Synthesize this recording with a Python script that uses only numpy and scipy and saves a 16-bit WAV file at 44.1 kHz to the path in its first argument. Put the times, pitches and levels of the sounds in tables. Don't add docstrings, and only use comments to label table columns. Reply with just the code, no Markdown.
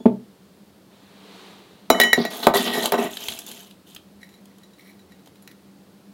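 import sys
import numpy as np
from scipy import signal
from scipy.fft import rfft, irfft
from scipy.io import wavfile
from scipy.ndimage import uniform_filter1d

SR = 44100
rng = np.random.default_rng(int(sys.argv[2]) if len(sys.argv) > 2 else 0)


def inscribe(sig):
    pcm = np.round(np.clip(np.atleast_2d(sig).T, -1, 1) * 32767)
    wavfile.write(sys.argv[1], SR, pcm.astype(np.int16))


N = 270333
TIME = np.arange(N) / SR
RING = TIME[:SR // 2]

# pitch_hz, level_db, t60_s
TABLE_MODES = [(188, -13.5, 0.21), (242.3, -5.5, 0.13), (336.3, -8.5, 0.078), (410.5, -2, .11),
               (508, -7, .05), (618, 0, 0.031), (702.4, 0.5, .06), (772.6, -4, 0.049), (882, -0.5, 0.04),
               (1049, -6, 0.043), (1164, -7, 0.064), (1264, -5, 0.045), (1503, -4, 0.032),
               (1627, -19.5, 0.045)]
# pitch_hz, level_db, t60_s
TIN_MODES = [(1780, -10.5, 0.092), (1912, 3, 0.14), (1988, -15.5, 0.092), (2152, -13.5, 0.45),
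             (2312, -11, 0.092), (2824, -20, 0.16), (3470, -26.5, 0.14), (3902, -6, 0.19), (3964, -7.5, .1),
             (3985, -6, 0.14), (4100, -17.5, .12), (5240, -23.5, 0.18), (5770, -20, 0.2), (5820, -28, 0.29),
             (6916, -20, 0.17), (7093, -17, 0.088), (8505, -27, 0.15), (10580, -26.5, 0.13),
             (11300, -31.5, 0.18), (11300, -18, .08), (11140, -20, .13), (11360, -24.5, 0.13),
             (13100, -34.5, .16), (13100, -28.5, .13), (14355, -25.5, .17), (15760, -28, .12)]
# start_s, length_s, crunch_db,
# crackle_db, crunch_pitch_factor, tin_judder_db, wall_scrape_db
STROKES = [(1.939, .12, -50, -51, 2.2, -25, -34.5), (2.166, .09, -35, -55, 1.2, -31.5, -52),
           (2.3, 0.15, -36.5, -40, 1.08, -35, -54), (2.424, 0.018, -32.5, -39, 1.08, -30, -41),
           (2.538, 0.035, -23.5, -26, 1.09, -23.5, -26.5), (2.591, 0.057, -33, -37, 0.98, -31.5, -44),
           (2.652, 0.063, -29, -43.5, 1.03, -28, -36.5), (2.726, 0.077, -31.5, -34, 0.99, -28, -29),
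           (2.818, 0.042, -31, -33, 1.02, -27, -47), (2.924, 0.018, -36, -43, 0.97, -18.5, -32),
           (2.976, 0.079, -34.5, -41, 0.86, -26, -35.5)]
# start_s, length_s, level_db
SPILLS = [(3.098, 0.18, -42.5), (3.193, 0.072, -42), (3.28, 0.15, -42.5), (3.461, 0.17, -44),
          (3.65, 0.078, -66), (3.859, 0.079, -55)]


def amp(db):
    return 10 ** (np.asarray(db) / 20)


def unit(x):
    return x / np.sqrt(np.mean(x ** 2) + 1e-20)


def struck(x):
    return x / np.sqrt(np.mean(x[:SR // 100] ** 2) + 1e-20)


def read(points, hz):
    f, value = np.transpose(points)
    return np.interp(np.log(hz + 1), np.log(f + 1), value)


def add(mix, s, sound):
    part = mix[max(round(s * SR), 0):][:len(sound)]
    part += sound[:len(part)]


def colour(x, spectrum, size=2048):
    log_gain = np.log(amp(read(spectrum, abs(np.fft.fftfreq(size, 1 / SR)))))
    minimum_phase = np.exp(np.conj(signal.hilbert(log_gain)))
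    taps = np.fft.ifft(minimum_phase).real
    return signal.oaconvolve(x, taps[:size // 2])[:len(x)]


def low_cut(x, hz):
    return signal.sosfilt(signal.butter(3, hz, "high", fs=SR, output="sos"), x)


def ring(modes, weight=lambda hz: 1, length=1):
    out = 0
    for k, (hz, db, t60) in enumerate(modes):
        envelope = amp(db - 60 * RING / (t60 * length))
        out = out + (-1) ** k * weight(hz) * envelope * np.sin(2 * np.pi * hz * RING)
    return out


def burst(t60):
    return rng.standard_normal(len(RING)) * amp(-60 * RING / t60)


def slips(per_s, spread_db):
    size = amp(spread_db * np.minimum(rng.exponential(1, N), 4))
    return size * rng.choice([-1, 1], N) * (rng.random(N) < per_s / SR)


def wander(per_s):
    hz = np.fft.rfftfreq(N // 64, 64 / SR)
    drift = irfft(rfft(rng.standard_normal(N // 64)) / (1 + (hz / per_s) ** 4))
    return unit(np.interp(TIME, np.linspace(0, TIME[-1], len(drift)), drift))


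def grains(per_s, spread_db, cycles, clump_db):
    t, out = RING[:256], np.zeros(N)
    for hz in np.geomspace(1700, 15000, 16):
        ping = hz * np.exp(-t * hz / cycles) * np.sin(2 * np.pi * hz * t)
        clumps = slips(per_s, spread_db) * amp(clump_db * wander(per_s=45))
        out += signal.oaconvolve(clumps, ping)[:N]
    return unit(out)


def shimmer(t60, count=160):
    draws = rng.uniform([1500, .2, 0], [15500, 1, 2 * np.pi], (count, 3))
    hz, size, phase = draws.T[:, :, None]
    t = RING[:SR // 4]
    partials = size * (3000 / hz) ** 0.92 * np.sin(2 * np.pi * hz * t + phase)
    return np.sum(partials, axis=0) * amp(-60 * t / t60)


def swell(start, length, rise_s, sag_db_per_s, stop_db_per_s):
    gain = np.zeros(N)
    fade_db = sag_db_per_s * RING + stop_db_per_s * np.maximum(RING - length, 0)
    add(gain, start, np.minimum(RING / rise_s, 1) * amp(-fade_db))
    return gain


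def stroke_swell(start, length):
    return swell(start, length, rise_s=.012, sag_db_per_s=25, stop_db_per_s=300)


def spill_swell(start, length):
    return swell(start, length, rise_s=0.019, sag_db_per_s=33, stop_db_per_s=200)


def background():
    # pitch_hz, level_db
    air_spectrum = [(15, -66), (25, -41.5), (87, -15), (166, -12), (195, 2), (223, -15), (285, -7.5),
                    (326, -10.5), (575, -16.5), (714, -20.5), (818, -21), (2220, -30), (4370, -29),
                    (5730, -34.5), (16000, -37.5)]
    # pitch_hz, width_hz, level_db
    hum_hz, width_hz, hum_db = (199, 12, -58)
    air_db = -52.5
    hz = np.fft.rfftfreq(N, 1 / SR)
    air, hum = rfft(rng.standard_normal((2, N)))
    air = air * amp(read(air_spectrum, hz))
    hum = hum / (1 + ((hz - hum_hz) / width_hz) ** 2)
    return amp(air_db) * unit(irfft(air, N)) + amp(hum_db) * unit(irfft(hum, N))


def room(x):
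    # pitch_hz, t60_s
    decay_times = [(150, 0.35), (400, 0.22), (1000, 0.25), (4000, 0.18), (14000, 0.12)]
    onset = np.clip((RING - .005) / 0.0064, 0, 1)
    taps = rng.standard_normal(len(RING)) * onset
    hz, t, z = signal.stft(taps, SR, nperseg=256)
    decay = amp(-60 * t / read(decay_times, hz)[:, None])
    tail = signal.istft(z * decay, SR, nperseg=256)[1]
    return signal.oaconvolve(x, tail / np.linalg.norm(tail))[:N]


def bumps():
    # start_s, level_db
    bump_hits = [(3.27, -61), (4.139, -56.5), (5.04, -57), (5.549, -60)]
    # pitch_hz, level_db, t60_s
    bump_modes = [(57.5, -10, 0.28), (82.7, 5, 0.34)]
    out = np.zeros(N)
    for s, db in bump_hits:
        soft_onset = 1 - np.exp(-RING / 0.017)
        add(out, s, amp(db) * struck(ring(bump_modes)) * soft_onset)
    return out


def airy_swell():
    # pitch_hz, level_db
    swell_spectrum = [(150, -38.5), (250, -10.5), (440, 1), (488, -6), (589, -6), (1210, -7.5), (1390, -11),
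                      (2610, -12), (4010, -8.5), (5190, -19.5), (15000, -32.5)]
    peak_s, width_s, peak_db = 1.417, 0.15, -46.5
    from_s, to_s = 0.91, 1.9
    bell = 1 / np.sqrt(1 + ((TIME - peak_s) / width_s) ** 2)
    gate = uniform_filter1d(1. * ((TIME > from_s) & (TIME < to_s)), size=1024)
    noise = unit(colour(slips(per_s=14000, spread_db=1.5), swell_spectrum))
    return amp(peak_db) * bell ** 1.23 * gate * noise


def teapot():
    # start_s, level_db
    set_down = [(0.003, -35), (0.056, -5), (0.0655, -15)]
    # pitch_hz, level_db, t60_s
    pot_modes = [(131.5, -26.5, 0.28), (192, -2.5, 0.075), (242.3, 3, 0.089), (340, -10, 0.05),
                 (374, -4, 0.073), (437.4, -5.5, 0.075), (535, -8.5, 0.035), (646, -5.5, 0.03),
                 (886, -14, 0.088), (1154, -24, 0.03), (2090, -46, 0.036), (3390, -41, 0.037)]
    # pitch_hz, level_db, t60_s
    porcelain_modes = [(3430, -53.5, .3), (6830, -64, .4)]
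    grit_spectrum = [(300, -5), (1200, 4), (3600, -3.5), (6000, -24), (15000, -24)]  # (Hz, dB)
    out = np.zeros(N)
    (touch_s, _), (landing_s, _), _ = set_down
    damping = np.exp(-np.maximum(RING - landing_s, 0) / .01)
    add(out, touch_s, ring(porcelain_modes) * damping)
    for s, db in set_down:
        grit = struck(colour(burst(t60=0.091), grit_spectrum))
        add(out, s, amp(db) * (struck(ring(pot_modes)) + amp(-34.5) * grit))
    return low_cut(out, hz=95)


def leaves():
    # pitch_hz, level_db
    crunch_spectrum = [(1200, -14.5), (1480, -10.5), (1950, -12), (2400, -9.5), (2750, -2.5), (3150, 2),
                       (3450, -1), (3950, -2), (4300, -8.5), (5000, -13), (6000, -31)]
    # pitch_hz, level_db
    crackle_spectrum = [(2000, -30.5), (4500, -4.5), (5700, -1.5), (6600, 4.5), (7900, 0), (8600, 1.5),
                        (9500, -3.5), (10800, 0.5), (11250, 6.5), (11800, -4), (12700, 0), (14300, -2.5),
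                        (15700, -4.5)]
    # start_s, crunch_db, crackle_db
    snaps = [(2.679, -25, -48), (2.8572, -21.5, -23.5), (3.1704, -30.5, -43), (3.2843, -25.5, -33),
             (3.3216, -33.5, -52), (3.3894, -43, -33.5), (3.465, -50, -39.5), (3.515, -42, -40.5),
             (3.7099, -50, -57), (3.9481, -51, -43.5), (3.9627, -39.5, -53), (4.456, -58, -55.5),
             (4.5835, -61, -57), (5.2594, -60, -57), (5.2736, -56, -58)]
    out = np.zeros(N)
    fractures = grains(per_s=500, spread_db=4.0, cycles=4.1, clump_db=4.0)
    fractures += amp(-4) * unit(slips(per_s=1500, spread_db=2.5))
    crackle = unit(colour(fractures, crackle_spectrum))
    for start, length, crunch_db, crackle_db, pitch, *_ in STROKES:
        crunch = unit(colour(fractures, [(hz * pitch, db) for hz, db in crunch_spectrum]))
        out += stroke_swell(start, length) * (amp(crunch_db) * crunch + amp(crackle_db) * crackle)
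    sliding = unit(colour(fractures, crunch_spectrum)) + amp(-1) * crackle
    for start, length, db in SPILLS:
        out += amp(db) * spill_swell(start, length) * sliding
    for s, crunch_db, crackle_db in snaps:
        snap = burst(t60=0.028)
        body = struck(colour(snap, crunch_spectrum))
        edge = struck(colour(snap, crackle_spectrum))
        add(out, s, amp(crunch_db) * body + amp(crackle_db) * edge)
    return low_cut(out, hz=60)


def scraping():
    # start_s, length_s, level_db
    grazes = [(4.201, 0.041, -54), (4.302, 0.064, -64.5), (4.461, 0.044, -65), (4.595, 0.039, -68),
              (4.777, 0.031, -52), (4.849, 0.05, -52.5), (5.085, 0.031, -65), (5.248, 0.024, -64),
              (5.474, 0.024, -58)]
    # pitch_hz, level_db
    rim_spectrum = [(710, -52), (1200, -19), (1510, -24), (1930, -2), (2290, -6), (2570, -21), (3560, -18),
                    (3920, -5.5), (4950, -26), (5670, -13), (6110, -27), (11200, -21), (15000, -22)]
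    out = np.zeros(N)
    dull_table = ring(TABLE_MODES, lambda hz: 1 / np.sqrt(1 + (hz / 800) ** 2))
    judder = signal.oaconvolve(slips(per_s=900, spread_db=2.5), dull_table)[:N]
    judder = unit(low_cut(judder, hz=162))
    friction = grains(per_s=330, spread_db=3.0, cycles=3.5, clump_db=4.0)
    damped_tin = ring(TIN_MODES, lambda hz: (hz / 2000) ** 0.34, length=0.18)
    wall = unit(signal.oaconvolve(friction, damped_tin)[:N])
    rim = unit(colour(friction, rim_spectrum))
    for start, length, *_, judder_db, wall_db in STROKES:
        out += stroke_swell(start, length) * (amp(judder_db) * judder + amp(wall_db) * wall)
    for start, length, db in SPILLS:
        out += amp(db - 5) * spill_swell(start, length) * judder
    for start, length, db in grazes:
        out += amp(db) * swell(start, length, rise_s=0.017, sag_db_per_s=30, stop_db_per_s=202) * rim
    return out


def knocks():
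    # start_s, level_db, top_hz (hardness: highest pitch the blow reaches)
    knock_hits = [(1.9026, -6.5, 1244), (1.9126, -17.5, 800), (2.0, -14.5, 910), (2.132, -21.5, 935),
                  (2.178, -16.5, 446), (2.186, -20.5, 356.5), (2.201, -20.5, 300), (2.25, -23, 800),
                  (2.4695, -4, 1150), (2.483, -16.5, 1200), (2.541, -17.5, 1320), (2.555, -17.5, 1020),
                  (2.596, -23.5, 348), (2.777, -21, 453), (2.856, -25.5, 1500), (2.9225, -18, 1300),
                  (2.942, -19.5, 1410), (2.986, -19, 600), (3.045, -28, 297), (5.272, -51, 800)]
    thump_db, thump_s = -9.5, .002
    wood, overload = np.zeros(N), np.zeros(N)
    thump = RING / thump_s * np.exp(-RING / thump_s)
    for s, db, top_hz in knock_hits:
        def weight(hz):
            return rng.choice([-1, 1]) / np.sqrt(1 + (hz / top_hz) ** 5.4 + (0.3 * top_hz / hz) ** 4)
        add(wood, s, amp(db) * struck(ring(TABLE_MODES, weight)))
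        add(overload, s, amp(thump_db + 2 * db) * thump)
    return low_cut(wood, hz=146.6) + overload


def clinks():
    # start_s, tin_db, tick_db, low_hz (lowest pitch the struck spot favours),
    # ring_length_factor
    clink_hits = [(1.9017, -18.5, -16.5, 4340, 0.56), (2.0, -17, -11.5, 1500, 2.1),
                  (2.0136, -14, -19.5, 1500, 0.53), (2.035, -19.5, -24, 1500, 0.73),
                  (2.1307, -7.5, -21.5, 1390, 0.29), (2.2515, -28, -32.5, 1290, 0.96),
                  (2.469, -19, -19.5, 1400, 0.13), (2.5384, -29, -42, 2410, 0.13),
                  (2.921, -40, -22, 2590, 0.16), (4.2307, -43, -58, 1491, 0.23),
                  (4.2907, -60.5, -56.5, 5000, .8), (4.3393, -54, -62.5, 2990, 0.53),
                  (4.6336, -52.5, -63, 3500, 0.46), (4.7344, -58, -66.5, 3000, 0.47),
                  (4.993, -57.5, -61, 3000, 0.62), (5.12, -54, -60, 2200, .5),
                  (5.1942, -64, -65.5, 2620, 0.39), (5.3568, -63, -58, 3490, 0.48),
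                  (5.4231, -55, -61, 9000, 0.71), (5.476, -52, -43.5, 1910, 0.27),
                  (5.5138, -60, -51, 1880, .3)]
    # pitch_hz, level_db, t60_s
    spoon_modes = [(2180, -14, 0.68), (2160, -7.5, .9), (2993, -1.5, 1)]
    # pitch_hz, level_db
    tick_spectrum = [(300, -32), (1500, 2), (4000, -1), (6000, -6.5), (8500, -11.5), (11000, -6.5),
                     (15500, -4)]
    buried_s = 2.131
    spoon_db = -14.5
    tin, spoon = np.zeros(N), np.zeros(N)
    partials = amp(-20.5) * struck(shimmer(t60=0.29))
    for s, tin_db, tick_db, low_hz, length in clink_hits:
        tin_ring = ring(TIN_MODES, lambda hz: 1 / np.sqrt(1 + (low_hz / hz) ** 8), length)
        add(tin, s, amp(tin_db) * struck(tin_ring))
        add(tin, s, amp(tin_db) * length * partials)
        add(tin, s, amp(tick_db) * struck(colour(burst(t60=.028), tick_spectrum)))
        add(spoon, s, amp(tick_db + spoon_db) * struck(ring(spoon_modes)))
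    muting = np.exp(-np.maximum(TIME - buried_s, 0) / .012)
    return tin, spoon * muting


def scene():
    pot, wood = teapot(), knocks()
    tin, spoon = clinks()
    rustle = scraping() + leaves()
    reflected = room(amp(-12.0) * pot + amp(-13) * wood + amp(-14.0) * tin + amp(-12) * rustle)
    close = pot + wood + tin + spoon + rustle
    return (close + reflected + airy_swell() + bumps() + background())[None]


def record(dry):
    edge_hz = 15950
    clipped = np.clip(dry, -1, 1)
    low_pass = signal.firwin(401, edge_hz, window=("kaiser", 7), fs=SR)
    return signal.oaconvolve(clipped, low_pass[None], "same")


dry = scene()
out = record(dry)
inscribe(out)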